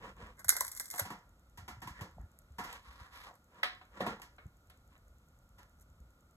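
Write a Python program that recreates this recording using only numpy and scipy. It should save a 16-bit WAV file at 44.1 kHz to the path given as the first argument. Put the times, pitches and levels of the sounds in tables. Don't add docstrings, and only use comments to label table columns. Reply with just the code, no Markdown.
import sys
import numpy as np
from scipy import signal
from scipy.fft import rfft, irfft, next_fast_len
from scipy.io import wavfile

SR = 44100
rng = np.random.default_rng(int(sys.argv[2]) if len(sys.argv) > 2 else 0)


def store_wav(level_fs):
    pcm = np.round(np.clip(np.atleast_2d(level_fs), -1, 1) * 32767)
    wavfile.write(sys.argv[1], SR, pcm.T.astype(np.int16))


N = 280476
TIME = np.arange(N) / SR

# f/Hz, t60/s
ROOM_DECAY = [(200, 0.2), (530, 0.25), (1400, 0.32), (3700, 0.3), (10000, 0.16)]
# f/Hz, coherence (0-1)
PORT_COHERENCE = [(300, 1), (750, .99), (1100, .8), (1500, .2), (2100, .35), (2500, .9), (2950, .9),
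                  (3300, .7), (4800, .7), (5900, .25), (6600, .97), (7400, .97), (8400, .75), (9350, .995),
                  (10100, .995), (11200, .75), (12400, .98), (14000, .6)]
# f/Hz, phase/rad
PORT_LEAD = [(0, 0), (1100, 0), (1900, 3.1), (3000, 3.1), (4000, 1.8), (4800, 2.9), (5500, 2.9),
             (6400, 6.2), (7400, 6.4), (9350, 9.3), (10100, 9.6), (11900, 12.5), (12900, 12.7), (14500, 15)]

# f/Hz, level/dB
ROOM_SPECTRUM = [(20, -22.5), (50, 3), (130, -9.5), (250, -14), (420, -23), (540, -18), (700, -22.5),
                 (950, -25.5), (1150, -24), (1420, -15), (1560, -30), (2600, -32.5), (5000, -36.5),
                 (7000, -36), (12800, -37.5), (15000, -50.5)]
TICK_SPECTRUM = [(3000, -36), (5500, -12), (7000, 4.5), (8500, -10.5), (12500, -4.5), (15000, -12.5)]
SKIN_SPECTRUM = [(150, -2.5), (300, -4.5), (600, -1.5), (1100, 4), (2000, -5.5), (2800, -7), (4200, -17.5),
                 (5600, -19.5), (7200, -23.5), (9500, -25), (12500, -32.5), (15000, -40.5)]
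CABLE_SPECTRUM = [(300, -23.5), (700, 2), (2000, 12), (2700, 11.5), (4100, 8.5), (5500, 4.5), (7500, -6.5),
                  (12000, 3.5), (15000, -46)]
DESK_SPECTRUM = [(120, -1.5), (200, -8.5), (380, -3.5), (550, -14), (950, 2), (1400, -7), (2000, -9),
                 (3000, -11), (3800, -19), (5500, -19), (8000, -22.5), (12000, -21.5), (13500, -33.5),
                 (15500, -36)]
EARBUD_SPECTRUM = [(150, -25), (470, -3.5), (750, -11.5), (1400, -4.5), (2000, -7), (2700, -3.5),
                   (3700, -10), (5000, -16.5), (7000, -33), (9500, -26), (12500, -30.5), (15500, -62)]
PLASTIC_SPECTRUM = [(150, -30.5), (500, -3.5), (750, -6.5), (1100, -3), (1600, -1), (2100, -5),
                    (2700, -22.5), (3600, -10.5), (5000, -6.5), (7000, -8), (9500, 2), (12000, -2.5),
                    (13600, -8), (14600, -21), (15500, -16)]
# f/Hz, gain/dB
SCRAPE_SHAPING = [(150, -2), (2000, -3.5), (7000, 0), (12000, -2)]
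# f/Hz, bandwidth/Hz, boost/dB
DESK_RESONANCES = [(186, 19, 9), (219, 16, 10), (307.4, 39, 6), (480.3, 39, 10), (544.3, 58, 7.5),
                   (720.3, 14, 6), (773, 18, 5.5), (927, 14, 1.5), (970, 37, 9.5), (1103.4, 53, 7.5),
                   (1376, 60, 6.5), (1599, 14, 6.5), (1716, 48, 9.5), (1890, 29, 11), (2040, 20, 7.5),
                   (2303, 14, 8)]
EARBUD_RESONANCES = [(455.5, 22, 8.3), (576, 25.4, 8.8), (737, 9.5, 16.8), (942, 35, 10), (1065, 61, 11),
                     (1280, 41.5, 8.3), (1550, 37, 6.4), (1750, 56, 8.3), (1983, 150, 8.2), (2205, 19, 12),
                     (3140, 40, 4.6), (3450, 16, 4.6), (3970, 59, 6.5), (4290, 26, 1.8)]
PLASTIC_RESONANCES = [(1000, 56, 6), (1109, 18, 7), (1611, 280, 8), (2060, 110, 13), (3400, 170, 4.1),
                      (3970, 81, 1.3), (5700, 200, 6), (6288, 62, 6.1), (6630, 56, 8), (7052, 69, 11),
                      (7600, 77, 5), (8264, 30, 6.6), (8800, 180, 5.1), (11200, 170, 5.4), (11750, 54, 2.3),
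                      (12470, 55, 6)]

# t/s, level/dB
RUMBLE_FLOOR = [(0.0, -60), (0.92, -72.5), (1.74, -67.5), (3.83, -72.5), (4.02, -69.5), (6.36, -69.5)]
# t/s, final f/Hz, level/dB, swell time/s
CASE_BUMPS = [(0.223, 86.5, -49, 0.012), (.456, 76, -47.5, 0.0088), (1.014, 94, -41.5, 0.0098),
              (1.583, 84, -46, 0.0096), (1.624, 70, -46, 0.0082), (1.722, 66.5, -51, 0.014),
              (1.768, 106, -49, 0.011), (1.855, 113, -47, 0.0089), (1.906, 65.6, -44, 0.0069),
              (2.013, 92.6, -37.5, 0.0066), (2.168, 130, -53, 0.0069), (2.189, 54.3, -41.5, .013),
              (2.232, 80.4, -45, 0.01), (2.502, 70, -47.5, .014), (2.873, 61.6, -51.5, .014),
              (3.01, 65, -46.5, 0.0078), (4.457, 81.2, -39.5, 0.0035), (6.002, 57.7, -46.5, 0.011)]
# t/s of the peak, duration/s, mid-band level/dB, brightness/dB
SKIN_STROKES = [(0.043, .11, -51, -2.5), (0.219, 0.13, -52, -2), (2.023, 0.094, -58, -8),
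                (2.706, 0.12, -52.5, 4.5), (3.593, 0.22, -59.5, -1.5), (3.979, 0.14, -54, -2),
                (4.085, 0.089, -46, -3.5), (4.924, 0.072, -72.5, 2), (5.602, 0.069, -64.5, -2)]
# t/s, rasp level/dB, rasp f/Hz, hiss level/dB
CABLE_PULL = [(1.92, -80, 1800, -84), (1.965, -56, 1730, -86), (2.0, -49, 1670, -78),
              (2.07, -87.5, 1710, -96), (2.81, -86, 1270, -75), (2.86, -60.5, 1243, -64),
              (2.95, -60.5, 1220, -64.5), (3.04, -57, 1300, -66), (3.105, -65, 1296, -79),
              (3.131, -63.5, 1354, -58.5), (3.19, -57, 1220, -56), (3.24, -61, 1280, -56),
              (3.271, -51, 1080, -59), (3.309, -56, 884, -82), (3.381, -73, 850, -82)]
# t/s, duration/s, body level/dB, treble level/dB
PLASTIC_RUBS = [(.39, 0.026, -58, -66), (0.514, 0.14, -53, -48), (0.708, 0.19, -66.5, -58),
                (0.935, 0.041, -55.5, -49), (5.802, 0.022, -80, -70)]
# t/s, contact time/s, body level/dB, treble level/dB
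DESK_IMPACTS = [(.937, 0.0038, -50.5, -55), (1.002, 0.0037, -48, -48.5), (1.051, 0.0049, -49.5, -52),
                (1.102, 0.0043, -45, -53.5), (1.12, 0.0037, -61.5, -60), (1.573, 0.0045, -58, -56),
                (1.679, 0.0048, -50, -51.5), (1.817, 0.0056, -51, -54), (1.872, 0.0039, -49.5, -51.5),
                (2.008, 0.0047, -51.5, -52.5), (2.198, 0.0043, -68, -87.5), (2.582, 0.013, -44, -50),
                (2.635, 0.016, -51.5, -52.5), (2.727, 0.0021, -57, -51), (4.003, 0.0058, -41, -54.5),
                (4.063, 0.0041, -37.5, -49.5), (4.197, 0.0027, -58.5, -67), (4.217, .0029, -66, -52),
                (4.227, .0036, -58.5, -63.5), (5.581, 0.0057, -64, -65.5), (5.63, 0.0018, -74.5, -68)]
EARBUD_IMPACTS = [(3.6311, 0.0019, -33, -34), (3.643, 0.001, -43, -55), (3.655, 0.0018, -46.5, -61),
                  (3.812, 0.002, -57, -66), (4.004, 0.0034, -42, -46), (4.066, 0.0044, -50, -46.5),
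                  (4.382, 0.002, -55.5, -70.5), (4.698, 0.0024, -65, -65), (4.921, .0008, -74, -83.5),
                  (4.954, 0.00055, -72, -78), (4.963, 0.00092, -68.5, -79)]
PLASTIC_IMPACTS = [(.392, 0.005, -59, -55), (.4445, 0.0024, -51.5, -46.5), (.482, 0.005, -45.5, -34.5),
                   (.4922, 0.00061, -46, -20), (.5028, 0.00098, -46.5, -30), (.524, 0.0017, -45, -44.5),
                   (.553, 0.0028, -47, -58), (.5655, 0.0028, -43.5, -35.5), (.6076, 0.00088, -42, -30.5),
                   (.648, 0.0024, -71, -46.5), (.6655, 0.0035, -67, -47), (.679, 0.002, -61, -43.5),
                   (.716, 0.003, -70, -45), (.7502, .0005, -80, -51.5), (.7638, 0.0025, -80, -49.5),
                   (.773, 0.0026, -76, -45), (.798, 0.00084, -56.5, -37.5), (.802, .002, -48.5, -45),
                   (.8105, .0008, -62, -47.5), (.856, 0.0019, -82, -51), (.8865, 0.00093, -82, -57.5),
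                   (.902, 0.0011, -82, -45), (.9102, 0.0025, -76, -43), (.9593, 0.0018, -63, -50),
                   (.978, 0.015, -46, -41), (.992, 0.0032, -41.5, -38), (.9965, 0.00079, -42, -34),
                   (2.389, 0.0001, -82, -62.5), (3.353, 0.0017, -77, -70.5), (4.699, .0012, -82.5, -65.5)]
# t/s, f/Hz, level/dB, t60/s
RINGING_MODES = [(.4918, 1490, -22.5, 0.025), (.502, 1610, -27.5, 0.019), (.6092, 1030, -26, 0.016),
                 (.608, 590, -38, 0.011), (.994, 1437, -28.5, .029), (.993, 572, -39, 0.042),
                 (1.577, 967, -52, 0.076), (1.682, 973, -42, 0.084), (1.821, 960, -50.5, .06),
                 (1.872, 995, -42.5, 0.1), (2.008, 922, -44, 0.052), (2.181, 715, -43, 0.0041),
                 (2.582, 195, -43.5, 0.12), (2.584, 974, -42, 0.078), (3.6305, 1984, -22, 0.028),
                 (3.6338, 1640, -25.5, 0.026), (3.634, 1065, -37, 0.046), (3.6312, 3917, -42, 0.023),
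                 (4.003, 563, -30, 0.026), (4.008, 186, -41.5, 0.27), (4.063, 720, -32.5, 0.02),
                 (4.062, 219, -41, 0.22), (4.084, 186, -54, .12)]


def from_db(db):
    return 10 ** (np.asarray(db) / 20)


def rms(x):
    return np.sqrt(np.mean(x ** 2) + 1e-24)


def at_hz(points, hz):
    f, value = np.transpose(points)
    return np.interp(np.log(np.maximum(hz, 1)), np.log(f), value)


def add(track, s, sound):
    start = max(round(s * SR), 0)
    part = sound[..., :max(N - start, 0)]
    track[..., start:start + part.shape[-1]] += part


def colour(x, spectrum, size=2048):
    hz = np.arange(size // 2 + 1) * SR / size
    gain = from_db(at_hz(spectrum, hz)) * np.clip(hz / spectrum[0][0], .1, 1) ** 2
    cepstrum = irfft(np.log(gain))
    cepstrum[1:size // 2] *= 2
    cepstrum[size // 2 + 1:] = 0
    response = irfft(np.exp(rfft(cepstrum)))
    return signal.fftconvolve(x, response[None], axes=1)[:, :x.shape[1]]


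def split(x, edges_hz):
    bands = []
    for hz in edges_hz:
        bands.append(signal.sosfilt(signal.butter(3, hz, fs=SR, output="sos"), x))
        x = signal.sosfilt(signal.butter(3, hz, "high", fs=SR, output="sos"), x)
    return bands + [x]


def poles(hz, radius):
    return [1, -2 * radius * np.cos(2 * np.pi * hz / SR), radius * radius]


def resonate(x, modes):
    for hz, width_hz, boost_db in modes:
        radius = np.exp(-np.pi * width_hz / SR)
        ring = signal.lfilter([1, 0, -1], poles(hz, radius), x) * (1 - radius * radius) / 2
        x = x + (from_db(boost_db) - 1) * ring
    return x


def drift(per_s):
    knots = rng.standard_normal(N)
    return np.interp(TIME * per_s, np.arange(N), knots)


def poisson_pulses(per_s):
    return rng.random(N) < per_s / SR


def pulse_sizes(spread_db, cap):
    return from_db(spread_db * np.minimum(rng.exponential(1, N), cap))


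def burst(t, decay_s, rise_s):
    envelope = np.exp(-t / decay_s) * (1 - np.exp(-t / rise_s)) + 1e-12
    noise = rng.standard_normal((2, len(t))) * envelope
    return noise / np.sqrt(np.sum(noise ** 2, axis=1, keepdims=True))


def room_tail(t, build_s=.0054):
    centres, t60s = np.transpose(ROOM_DECAY)
    bands = split(rng.standard_normal((2, len(t))), np.sqrt(centres[1:] * centres[:-1]))
    tail = sum(band * from_db(-60 * t / t60) for band, t60 in zip(bands, t60s))
    tail *= 1 - np.exp(-t / build_s)
    return tail / np.sqrt(np.sum(tail ** 2) / 2)


def room_noise(hiss_gain_db=-64.5, lift_db=4.5, waver_db=1.5):
    noise = colour(rng.standard_normal((2, N)), ROOM_SPECTRUM, size=8192)
    rumble, hiss = split(noise / rms(noise), [160])
    rumble_db = np.interp(TIME, *np.transpose(RUMBLE_FLOOR)) + lift_db + waver_db * drift(per_s=5.4)
    return from_db(rumble_db) * rumble / rms(rumble) + from_db(hiss_gain_db) * hiss


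def electrical_tick(first_s=.0644, period_s=.1024, drive_db=-41, spread_db=1):
    times = np.arange(first_s, N / SR, period_s)
    heights = from_db(drive_db + spread_db * rng.standard_normal(len(times)))
    pulses = np.zeros((2, N))
    pulses[0, (times * SR).astype(int)] = heights
    return colour(pulses, TICK_SPECTRUM)


def handling_thumps(start_ratio=2.1, sag_s=.0043, rumble_share=.25, rumble_decay_s=.02):
    out, t = np.zeros((2, N)), np.arange(SR // 3) / SR
    rumble_band = signal.butter(3, [45, 190], "band", fs=SR, output="sos")
    for s, hz, db, swell_s in CASE_BUMPS:
        pitch = hz * (1 + (start_ratio - 1) * np.exp(-t / sag_s))
        push = t / swell_s * np.exp(1 - t / swell_s) * np.sin(2 * np.pi * np.cumsum(pitch) / SR)
        noise = signal.sosfilt(rumble_band, rng.standard_normal(len(t)))
        rumble = rumble_share * noise / rms(noise) * np.exp(-t / rumble_decay_s)
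        add(out[0], s, from_db(db) * (push + rumble))
    return out


def skin_slides(catch_db=-3, rise_share=.3, bass_db=-6, treble_db=-5.5, thinning=1.23, uneven_db=2):
    catches = poisson_pulses(per_s=400) * rng.standard_normal((2, N))
    grain = rng.standard_normal((2, N)) + from_db(catch_db) * catches / rms(catches)
    bands = split(resonate(colour(grain, SKIN_SPECTRUM), DESK_RESONANCES), [600, 2500])
    envelopes = np.zeros((3, N))
    for s, length_s, level_db, bright_db in SKIN_STROKES:
        rise_s, fall_s = rise_share * length_s, (1 - rise_share) * length_s
        t = TIME - s
        stroke = np.exp(-np.where(t < 0, (t / rise_s) ** 2, np.abs(t / fall_s) ** 2.4))
        tilt_db = np.array([bass_db - thinning * bright_db, 0, treble_db + bright_db])
        envelopes += from_db(level_db + tilt_db)[:, None] * stroke
    sound = sum(envelope * band / rms(band) for envelope, band in zip(envelopes, bands))
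    return sound * from_db(uneven_db * drift(per_s=90))


def cable_drag(rasp_width_hz=480, uneven_db=1.5, block=128):
    sizes = pulse_sizes(spread_db=1.2, cap=4) * rng.standard_normal((2, N))
    slips = resonate(poisson_pulses(per_s=4000) * sizes, DESK_RESONANCES)
    times, *columns = np.transpose(CABLE_PULL)
    rasp_db, rasp_hz, hiss_db = [np.interp(TIME, times, column) for column in columns]
    rasp, state = np.zeros((2, N)), np.zeros((2, 2))
    radius = np.exp(-np.pi * rasp_width_hz / SR)
    for i in range(0, N, block):
        span = np.s_[:, i:i + block]
        rasp[span], state = signal.lfilter([1, 0, -1], poles(rasp_hz[i], radius), slips[span], zi=state)
    hiss = colour(slips, CABLE_SPECTRUM)
    sound = from_db(rasp_db) * rasp / rms(rasp) + from_db(hiss_db) * hiss / rms(hiss)
    pulling = (TIME > times[0]) & (TIME < times[-1])
    return sound * from_db(-uneven_db * drift(per_s=70)) * pulling


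def crinkle(t60_cycles=95, pitches=14):
    sizes = pulse_sizes(spread_db=4.5, cap=3) * rng.choice([-1, 1], N)
    snaps = poisson_pulses(per_s=220) * sizes
    resonator = rng.integers(0, pitches, N)
    out = np.zeros(N)
    for k, hz in enumerate(np.geomspace(6000, 13000, pitches)):
        radius = from_db(-60 * hz / t60_cycles / SR)
        out += signal.lfilter([1, 0, -1], poles(hz, radius), snaps * (resonator == k) + 1e-18)
    return out / rms(out) * np.array([[1], [.5]])


def plastic_scrape(crinkle_db=-2, fade_s=.011, uneven_db=1):
    sizes = pulse_sizes(spread_db=3.2, cap=4) * rng.choice([-1, 1], (2, N))
    slips = poisson_pulses(per_s=800) * sizes
    slips[1] *= .6
    rubbing = colour(colour(slips, PLASTIC_SPECTRUM), SCRAPE_SHAPING)
    body, treble = split(resonate(rubbing, PLASTIC_RESONANCES), [2700])
    treble = treble / rms(treble) + from_db(crinkle_db) * crinkle()
    envelopes = np.zeros((2, N))
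    for s, length_s, body_db, treble_db in PLASTIC_RUBS:
        before, after = np.maximum(s - TIME, 0), np.maximum(TIME - s - length_s, 0)
        envelopes += from_db([[body_db], [treble_db]]) * np.exp(-(before + after) / fade_s)
    sound = envelopes[0] * body / rms(body) + envelopes[1] * treble / rms(treble)
    return sound * from_db(uneven_db * drift(per_s=100))


def impacts(rows, spectrum, modes, *, softness, mode_spread_db, bass_db, bass_edge_hz, thinning,
            near_db, near_s, room_db, tail_ring, reference_contact_s, echo_per_doubling_db,
            unshared_db=-6.5, snap_height=2.2, snap_contact_s=.0006, bass_lag_s=.0018):
    out, t = np.zeros((2, N)), np.arange(SR * 3 // 10) / SR
    attack = round(.012 * SR)
    room = room_tail(t)
    for s, contact_s, body_db, treble_db in rows:
        rise_s = softness * contact_s
        echo_db = echo_per_doubling_db * np.log2(contact_s / reference_contact_s)
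        tail = from_db(echo_db + room_db) * room
        reflections = from_db(echo_db + near_db) * burst(t, near_s, rise_s)
        direct = from_db([[0], [unshared_db]]) * burst(t, contact_s, rise_s)
        direct[0, 0] += snap_height * np.exp(-contact_s / snap_contact_s)
        struck_modes = [(hz, width_hz, boost_db + mode_spread_db * rng.standard_normal())
                        for hz, width_hz, boost_db in modes]
        sound = resonate(direct + reflections + tail_ring * tail, struck_modes) + (1 - tail_ring) * tail
        bands = split(colour(sound, spectrum), [bass_edge_hz, 2500])
        low_db = body_db + bass_db - thinning * (treble_db - body_db)
        for band, db, lag_s in zip(bands, [low_db, body_db, treble_db], [bass_lag_s, 0, 0]):
            add(out, s + lag_s, band * from_db(db) / rms(band[:, :attack]))
    return out


def desk_knocks():
    return impacts(DESK_IMPACTS, DESK_SPECTRUM, DESK_RESONANCES, softness=.55, mode_spread_db=2.5,
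                   bass_db=-5.5, bass_edge_hz=740, thinning=.41,
                   near_db=-2.5, near_s=.028, room_db=6.5, tail_ring=1,
                   reference_contact_s=.0054, echo_per_doubling_db=10.5)


def earbud_taps():
    return impacts(EARBUD_IMPACTS, EARBUD_SPECTRUM, EARBUD_RESONANCES, softness=.88, mode_spread_db=2.6,
                   bass_db=-12, bass_edge_hz=500, thinning=.15,
                   near_db=-2, near_s=.009, room_db=-1.5, tail_ring=.8,
                   reference_contact_s=.0014, echo_per_doubling_db=6.5)


def contact_rings(swell_cycles=2.7, unshared_db=-2.5, room_db=-10):
    out, t = np.zeros((2, N)), np.arange(SR * 3 // 10) / SR
    for s, hz, db, t60 in RINGING_MODES:
        swell_s = swell_cycles / hz
        envelope = from_db(db - 60 * np.maximum(t - swell_s, 0) / t60) * np.minimum(t / swell_s, 1)
        add(out[0], s, envelope * np.sin(2 * np.pi * hz * t))
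        add(out[1], s, envelope * from_db(unshared_db) * np.cos(2 * np.pi * hz * t))
    reverberation = signal.fftconvolve(out[:1], room_tail(t), axes=1)[:, :N]
    return out + from_db(room_db) * reverberation


def plastic_clicks():
    return impacts(PLASTIC_IMPACTS, PLASTIC_SPECTRUM, PLASTIC_RESONANCES, softness=.2, mode_spread_db=0,
                   bass_db=-13, bass_edge_hz=660, thinning=.077,
                   near_db=-1.5, near_s=.0087, room_db=-7, tail_ring=.9,
                   reference_contact_s=.003, echo_per_doubling_db=1)


def microphone_ports(field):
    size = next_fast_len(N + SR // 10)
    shared, unshared = rfft(field, size)
    hz = np.arange(len(shared)) * SR / size
    coherence = np.clip(at_hz(PORT_COHERENCE, hz), 0, 1)
    mid = np.sqrt((1 + coherence) / 2) * shared
    side = np.sqrt((1 - coherence) / 2) * unshared
    lag = np.exp(-1j * np.interp(hz, *np.transpose(PORT_LEAD)))
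    lean_right = from_db(at_hz([(400, 0), (1200, .74), (10000, .35)], hz))
    left, right = (mid + side) / lean_right, (mid - side) * lag * lean_right
    return irfft(np.array([left, right]), size)[:, :N]


def scene():
    contacts = plastic_clicks() + desk_knocks() + earbud_taps()
    friction = plastic_scrape() + skin_slides() + cable_drag()
    background = room_noise() + electrical_tick()
    return microphone_ports(background + friction + contacts + contact_rings() + handling_thumps())


def record(dry):
    ceiling, cutoff_hz = .85, 16200
    rounded = ceiling * np.tanh(dry / ceiling)
    return signal.sosfilt(signal.ellip(10, .1, 80, cutoff_hz, fs=SR, output="sos"), rounded)


dry = scene()
out = record(dry)
store_wav(out)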